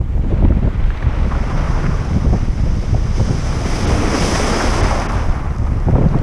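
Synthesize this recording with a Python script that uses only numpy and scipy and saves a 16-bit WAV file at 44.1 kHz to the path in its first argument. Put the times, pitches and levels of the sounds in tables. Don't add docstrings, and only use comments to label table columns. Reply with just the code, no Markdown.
import sys
import numpy as np
from scipy import signal
from scipy.fft import rfft, irfft, next_fast_len
from scipy.io import wavfile
from scipy.ndimage import uniform_filter1d

SR = 44100
rng = np.random.default_rng(int(sys.argv[2]) if len(sys.argv) > 2 else 0)


def waveform_to_disk(signal):
    frames = np.transpose(np.atleast_2d(signal))
    scaled = np.clip(frames, -1, 1) * 32767
    samples = np.round(scaled).astype(np.int16)
    wavfile.write(sys.argv[1], SR, samples)


def boost_factor(decibels):
    exponent = np.asarray(decibels, float) / 20
    return 10 ** exponent


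N = 274344

# [f/Hz, level/dB per Hz]
HISS_SPECTRUM = [(2500, -10), (5000, -3.5), (7200, -2), (8500, -7), (11000, -14), (14000, -13),
                 (15000, -20), (16000, -32)]

# [t/s, level/dB, backwash/0-1]
SURF_ROAR = [(0.0, -45.5, 0.26), (.1, -46.5, .01), (.36, -38.5, 0.22), (.6, -41, 0), (.83, -37.5, .01),
             (1.05, -34, 0.2), (1.3, -33, 0.23), (1.71, -25.5, 0.98), (2.45, -37.5, 0.36), (2.75, -40, .01),
             (3.1, -36.5, 0.25), (3.57, -32.5, 0.13), (3.9, -26.5, 0.16), (4.24, -25, 0), (4.81, -20, 0.62),
             (5.18, -25, 0.86), (5.6, -35, 1), (6.22, -31.5, 0.7)]
# [t/s, level/dB]
FOAM_AMOUNT = [(0.0, -72.5), (.36, -64.5), (.7, -63), (1.1, -56), (1.3, -50.5), (1.71, -44.5), (2.6, -48),
               (2.87, -45), (3.08, -45), (3.2, -39.5), (3.57, -40), (3.74, -35), (4.07, -35.5),
               (4.24, -28.5), (4.81, -33.5), (5.18, -45), (5.47, -56.5), (6.22, -56.5)]
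# [t/s, nearness/0-1]
NEARNESS = [(.3, .01), (1.2, 0.19), (1.3, 0.38), (2.9, 0), (3.3, 0.4), (3.8, 1), (4.45, 0.91), (5.5, 0.97),
            (6.22, 1)]
# [t/s,
# lift/dB]
HOLLOW_SLAPS = [
    (1.32, 11),
    (2.94, -7.5),
    (3.2, 1),
    (4.31, -4),
    (5.96, 9),
]
# [f/Hz, level/dB per Hz]
ROAR_SPECTRUM = [(150, 1), (250, 0.5), (866, -5), (944, -6), (1150, -6), (1670, -13), (2160, -14),
                 (2790, -21.5), (3110, -23.5), (4170, -31), (4600, -33), (5980, -49), (10100, -120)]
# [f/Hz, level/dB per Hz]
FIZZ_SPECTRUM = [(2000, -24), (3000, -3), (4200, -7.5), (4600, -4), (4950, 2.6), (6250, 0.7), (6700, -7.5),
                 (8500, -11), (10500, -13.5), (11200, -21), (12000, -35.5), (13000, -25), (13900, -28.5),
                 (15100, -34.5)]
# [t/s, peak level/dB, f/Hz, ring/s]
STONE_KNOCKS = [(.378, -26.5, 1770, .015), (.449, -21, 1940, 0.013), (.483, -28, 2500, 0.017),
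                (0.522, -22, 1340, .015), (.632, -33.5, 1900, .012), (.84, -25, 2000, 0.021),
                (0.904, -19.5, 1855, 0.014), (0.974, -33, 3970, 0.014), (1.025, -19.5, 1800, 0.013),
                (1.311, -22, 1230, 0.064), (1.35, -18, 1200, 0.03), (1.505, -21, 1070, 0.033),
                (1.864, -20.5, 1906, 0.024), (2.132, -25, 2250, .015), (3.526, -23.5, 1580, 0.017),
                (5.647, -46, 2500, .012), (5.801, -37.5, 5200, .01), (5.952, -23, 1830, 0.013),
                (6.087, -36.5, 4170, .01), (6.15, -40.5, 5340, .01), (6.188, -36, 4800, 0.0087)]

# [t/s, level/dB]
WIND_STRENGTH = [(0.0, -3.5), (.2, -1), (.45, 1), (.8, -0.5), (1.0, -5), (1.25, 1.5), (1.9, 3), (2.05, 0),
                 (2.3, 1.5), (2.85, 2), (3.12, -1), (3.3, 3.5), (3.68, 0.5), (3.9, 6), (4.7, -6.5),
                 (5.1, -1), (5.55, -0.5), (6.22, 4)]
# [t/s, lift/dB, fineness/0 big-1
# middle-2 small and above finer, half length/s]
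PORT_EDDIES = [(0.411, 10, 0.14, 0.16), (0.473, 12, 1.4, 0.024), (0.663, 10.5, .6, .025),
               (0.854, 10.5, .05, 0.072), (1.078, 14.5, 1.1, 0.042), (1.221, 8.5, .6, 0.047),
               (1.31, 6, 0.95, 0.053), (1.407, 5, .05, 0.025), (1.584, 8, 0.13, .05),
               (1.728, 10, 0.26, 0.048), (1.905, 5.5, 0.15, 0.11), (2.12, 8.5, 1.35, 0.092),
               (2.303, 13.5, 0.4, 0.037), (2.38, 3, 0.042, .03), (2.424, 11, 0.43, 0.02),
               (2.499, 9.5, .05, 0.026), (2.681, 8, 0.297, 0.118), (2.956, 9.5, 0.87, 0.017),
               (3.035, 6, 0.37, 0.15), (3.209, 13.5, 1.0, 0.014), (3.717, 6.5, .05, 0.022),
               (3.91, 7.5, 0.81, 0.066), (4.43, 6, 0.49, 0.097), (4.699, 9.5, 0.52, .04),
               (4.844, 10.5, 0.59, 0.094), (5.168, 8.5, 0.92, 0.059), (5.284, 5, .05, 0.034),
               (5.307, 9.5, 0.59, 0.022), (5.604, 5.5, 0.85, 0.15), (6.003, 8, 0.23, 0.2),
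               (-0.004, 13.5, 1.04, 0.046), (0.18, 9, 0.29, 0.05), (0.716, -3, 1.65, .025),
                (.78, 3.5, 1.3, 0.052), (.96, -7, 1.9, 0.04), (1.475, 2.5, 2.48, 0.025),
                (1.871, 10.5, 2.6, 0.049), (2.035, -10, .05, 0.029), (2.533, -2, .8, .03),
                (3.237, 4.5, .1, 0.066), (3.456, 2.5, 1.1, 0.12), (3.606, 3.5, 0.99, 0.056),
                (4.045, 6, .6, 0.045), (4.605, -2, 0.48, .04), (4.93, 4, 0.61, 0.049),
                (5.05, 0.5, 0.62, .04), (5.547, -22, 0.56, 0.0184), (5.752, 4.5, 2.1, 0.024),
                (5.885, -4.5, 0.55, 0.017), (6.05, 3, 2.7, .02), (6.08, 3, 1.8, 0.024),
                (6.17, 3, 1.3, 0.022)]
# [f/Hz, level/dB per Hz]
RUMBLE_SPECTRUM = [(7.1, -18), (12, -0.5), (32, 14), (62, -1), (81, -46), (140, -120)]
THROB_SPECTRUM = [(36, -48), (62, 4), (135, -10.5), (180, -42), (300, -120)]
FLUTTER_SPECTRUM = [(82, -7.5), (140, -1), (427, -20.5), (564, -22.5), (759, -30.5), (935, -34),
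                    (1040, -52), (1980, -52.5), (9000, -92), (11700, -107), (19800, -120)]
# [t/s, peak level/dB, length/s, tearing/dB]
PORT_BUFFETS = [(0.012, -27.5, 0.0079, 3.5), (0.177, -29, 0.012, -1), (0.245, -20, 0.0192, -9),
                (0.321, -14, 0.013, -14.5), (0.368, -20.5, 0.0064, 4), (0.422, -13, 0.0099, -17),
                (0.45, -21.5, 0.0173, -2), (0.516, -18.5, 0.015, -7), (0.578, -21, 0.0056, -2),
                (0.636, -19, 0.017, -24.5), (0.648, -43, 0.0135, -1.5), (0.673, -11, 0.0086, -10),
                (1.555, -25, 0.015, -17.5), (2.159, -19.5, 0.0073, -22), (2.257, -16.5, 0.028, -24.5),
                (2.327, -14, 0.0147, -19), (2.335, -6, 0.011, -27), (2.673, -18.5, 0.0074, -21),
                (2.944, -23.5, 0.021, 2.5), (3.196, -9, 0.016, -10.5), (3.302, -16, 0.039, -25),
                (5.884, -4.5, 0.01, -10), (5.929, -11, 0.018, -30.5), (5.954, -4.5, 0.0099, -9),
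                (5.981, -9.5, 0.0165, -9), (6.01, -6, 0.012, -25), (6.038, -11.5, 0.0096, -9),
                (6.054, -7.5, 0.0075, -21), (6.143, -7, 0.022, -16)]

# [t/s, half length/s, lower edge f/Hz, depth level/dB]
TREBLE_DIPS = [
    (3.863, .005, 6900, -26),
    (3.863, .005, 3500, -7),
    (4.821, .0045, 6900, -22),
    (4.821, .005, 3700, -8),
    (5.078, .0055, 6300, -16),
    (5.078, .007, 3300, -17),
]


def in_time(rows):
    s, *columns = np.transpose(rows)
    return [np.interp(np.arange(N) / SR, s, c) for c in columns]


def bumps(rows):
    t = np.arange(0, N + 32, 32) / SR
    total = sum(db * np.exp(-((t - s) / half) ** 2) for s, db, half in rows)
    return np.interp(np.arange(N) / SR, t, total)


def rms_one(x):
    return x / np.sqrt(np.mean(x ** 2) + 1e-20)


def evened(x, span_s, share):
    level = np.sqrt(uniform_filter1d(x ** 2, int(span_s * SR)) + 1e-3)
    return rms_one(x / level ** share)


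def drift(rate_hz):
    r = np.exp(-40 * np.pi * rate_hz / SR)
    noise = rng.standard_normal(N // 20 + 2002)
    slow = signal.lfilter([1], [1, -2 * r, r * r], noise)[2000:]
    return np.interp(np.arange(N) / 20, np.arange(len(slow)), rms_one(slow))


def grains(per_s, spread_db):
    sizes = boost_factor(spread_db * np.minimum(rng.exponential(1, N), 5))
    sizes = sizes * rng.choice([-1, 1], N)
    return rms_one(sizes * (rng.random(N) < per_s / SR))


def coloured(source, spectrum, count, gain_db):
    size = next_fast_len(N)
    spectrum_hz, spectrum_db = np.transpose(spectrum)
    log_hz = np.log(np.maximum(np.arange(size // 2 + 1) * SR / size, 1))
    colour_db = np.interp(log_hz, np.log(spectrum_hz), spectrum_db, left=-120, right=-120)
    lines = rfft(source, size) * boost_factor(colour_db)
    lines = lines / np.std(irfft(lines, size))
    centres = np.geomspace(spectrum_hz[0], spectrum_hz[-1], count)
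    out = np.zeros(N)
    for k, hz in enumerate(centres):
        share = np.interp(log_hz, np.log(centres), np.arange(count) == k)
        out += irfft(lines * share, size)[:N] * boost_factor(gain_db(hz))
    return out


def microphone_hiss():
    return coloured(rng.standard_normal(N), HISS_SPECTRUM, count=3,
                    gain_db=lambda hz: -62.5 + 1.5 * drift(8.0))


def surf_levels():
    roar_db, backwash = in_time(SURF_ROAR)
    foam_db, = in_time(FOAM_AMOUNT)
    near, = in_time(NEARNESS)
    slap_db = bumps([(s, db, 0.008) for s, db in HOLLOW_SLAPS])
    low_db = -1 + 6.5 * near - 13 * backwash - slap_db
    rattle_db = 6 - 10.5 * backwash - slap_db
    thinness_db = np.maximum(-43 - foam_db, 0)
    spray_db = -3.5 + 4.5 * near + 0.5 * thinness_db * (0.6 - 0.2 * near)
    air_db = -2 * (1 - near ** 2)
    ticks = 0.45 * backwash * near
    return roar_db + slap_db, low_db, rattle_db, foam_db, spray_db, air_db, ticks


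def surf():
    roar_db, low_db, rattle_db, fizz_db, spray_db, air_db, ticks = surf_levels()
    surge = 0.1 * drift(32.0) + 0.5 * drift(38.0)

    def roar_gain_db(hz):
        low = low_db / (1 + (hz / 600) ** 4)
        rattle = rattle_db / (1 + (1650 / hz) ** 6)
        return low + rattle + 1.7 * surge + 1.08 * drift(15.6)

    def fizz_gain_db(hz):
        spray = spray_db / (1 + (7000 / hz) ** 8)
        air = air_db * (hz / 11100.0) ** 2
        return spray + air + 0.88 * surge + 0.5 * drift(8.0)

    churn = 0.91 * rng.standard_normal(N) + 0.47 * grains(per_s=1200.0, spread_db=2.5)
    roar = coloured(churn, ROAR_SPECTRUM, count=9, gain_db=roar_gain_db)
    foam = 1.2 * rng.standard_normal(N) + 0.2 * grains(per_s=4000.0, spread_db=5.0)
    foam = foam + ticks * grains(per_s=45.0, spread_db=3.0)
    fizz = coloured(foam, FIZZ_SPECTRUM, count=8, gain_db=fizz_gain_db)
    return boost_factor(roar_db + 3.5) * roar + boost_factor(fizz_db + 2.5) * fizz


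def stones():
    out = np.zeros(N + SR)
    t = np.arange(SR // 10) / SR
    for s, peak_db, hz, ring_s in STONE_KNOCKS:
        contact = 1 - np.exp(-(t * hz * 1.7) ** 2)
        band = signal.butter(2, [0.6 * hz, 1.15 * hz], "band", fs=SR, output="sos")
        crack = rms_one(signal.sosfilt(band, rng.standard_normal(len(t))))
        knock = boost_factor(-4.0 - 60 * t / 0.014) * crack
        for ratio, mode_db in zip((1, 0.72, 1.45), (-2.5, -7, -8)):
            mode_hz = hz * ratio * (1 + 0.099 * rng.standard_normal())
            decay = boost_factor(mode_db - 60 * t * ratio / ring_s)
            knock = knock + decay * np.sin(2 * np.pi * mode_hz * t)
        at = round(s * SR)
        out[at:at + len(t)] += boost_factor(peak_db) * knock * contact
    return out[:N]


def eddy_lift(size):
    reach = 0.9
    return bumps([(s, db * np.exp(-((size - fine) / reach) ** 2), half)
                  for s, db, fine, half in PORT_EDDIES])


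def wind_levels():
    steady, = in_time(WIND_STRENGTH)
    stirred = bumps([(s, 0.61 * (db + 35.5), 0.019) for s, db, *_ in PORT_BUFFETS])
    stirred = np.minimum(stirred, 9.0)
    rumble_db = -23.5 + 0.15 * steady + eddy_lift(0)
    throb_db = -24.5 + 0.133 * steady + eddy_lift(1) + 0.35 * stirred
    flutter_db = -28 + steady + eddy_lift(2) + stirred
    return rumble_db, throb_db, flutter_db


def wind():
    rumble_db, throb_db, flutter_db = wind_levels()
    lumps = 2.2 * drift(20.0) + 2.4 * drift(70.0)
    rumble = coloured(rng.standard_normal(N), RUMBLE_SPECTRUM, count=1,
                      gain_db=lambda hz: 0.28 * drift(5.5))
    throb = coloured(rng.standard_normal(N), THROB_SPECTRUM, count=1,
                     gain_db=lambda hz: 1.67 * lumps)
    flutter = coloured(rng.standard_normal(N), FLUTTER_SPECTRUM, count=7,
                       gain_db=lambda hz: lumps * (hz / 300) ** 0.15 + 2 * drift(12.0))
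    rumble = evened(rumble, span_s=0.064, share=0.58)
    throb = evened(throb, span_s=0.028, share=0.51)
    flutter = evened(flutter, span_s=0.069, share=0.65)
    return boost_factor(rumble_db + 1.1) * rumble + boost_factor(throb_db + 1.3) * throb + boost_factor(flutter_db + 1.0) * flutter


def buffets():
    out = np.zeros(N + SR)
    t = np.arange(SR // 8) / SR
    rise = 1 - np.exp(-(t / 0.00101) ** 2)
    body_band = signal.butter(3, [95, 540], "band", fs=SR, output="sos")
    edge_band = signal.butter(3, [480, 860], "band", fs=SR, output="sos")
    for s, peak_db, length_s, tear_db in PORT_BUFFETS:
        noise = rng.standard_normal(SR // 4)
        body = evened(signal.sosfilt(body_band, noise)[-len(t):], span_s=0.0024, share=0.29)
        edge = evened(signal.sosfilt(edge_band, noise)[-len(t):], span_s=0.0024, share=0.29)
        age = t / length_s
        burst = body * np.exp(-age) + boost_factor(tear_db + 9.5) * edge * np.exp(-(3.4 * age) ** 2)
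        at = round(s * SR)
        out[at:at + len(t)] += boost_factor(peak_db - 6.0) * rise * burst
    return out[:N]


def scene():
    return (microphone_hiss() + surf() + stones() + wind() + buffets())[None]


def low_pass(x):
    return signal.sosfilt(signal.butter(12, 15180, fs=SR, output="sos"), x)


def record(dry):
    mix = 0.869 * np.tanh(dry / 0.86)
    mix *= 1 - 0.9 * np.exp(-np.arange(N) / SR / 0.004)
    t = np.arange(-2048, 2048) / SR
    line_hz = np.arange(2049) * SR / 4096
    for s, half_s, edge_hz, depth_db in TREBLE_DIPS:
        at = round(s * SR)
        around = slice(at - 2048, at + 2048)
        treble = irfft(rfft(mix[:, around]) * (line_hz > edge_hz))
        dip = boost_factor(depth_db * np.exp(-(t / half_s) ** 2))
        mix[:, around] -= treble * (1 - dip)
    return low_pass(mix)


dry = scene()
out = record(dry)
waveform_to_disk(out)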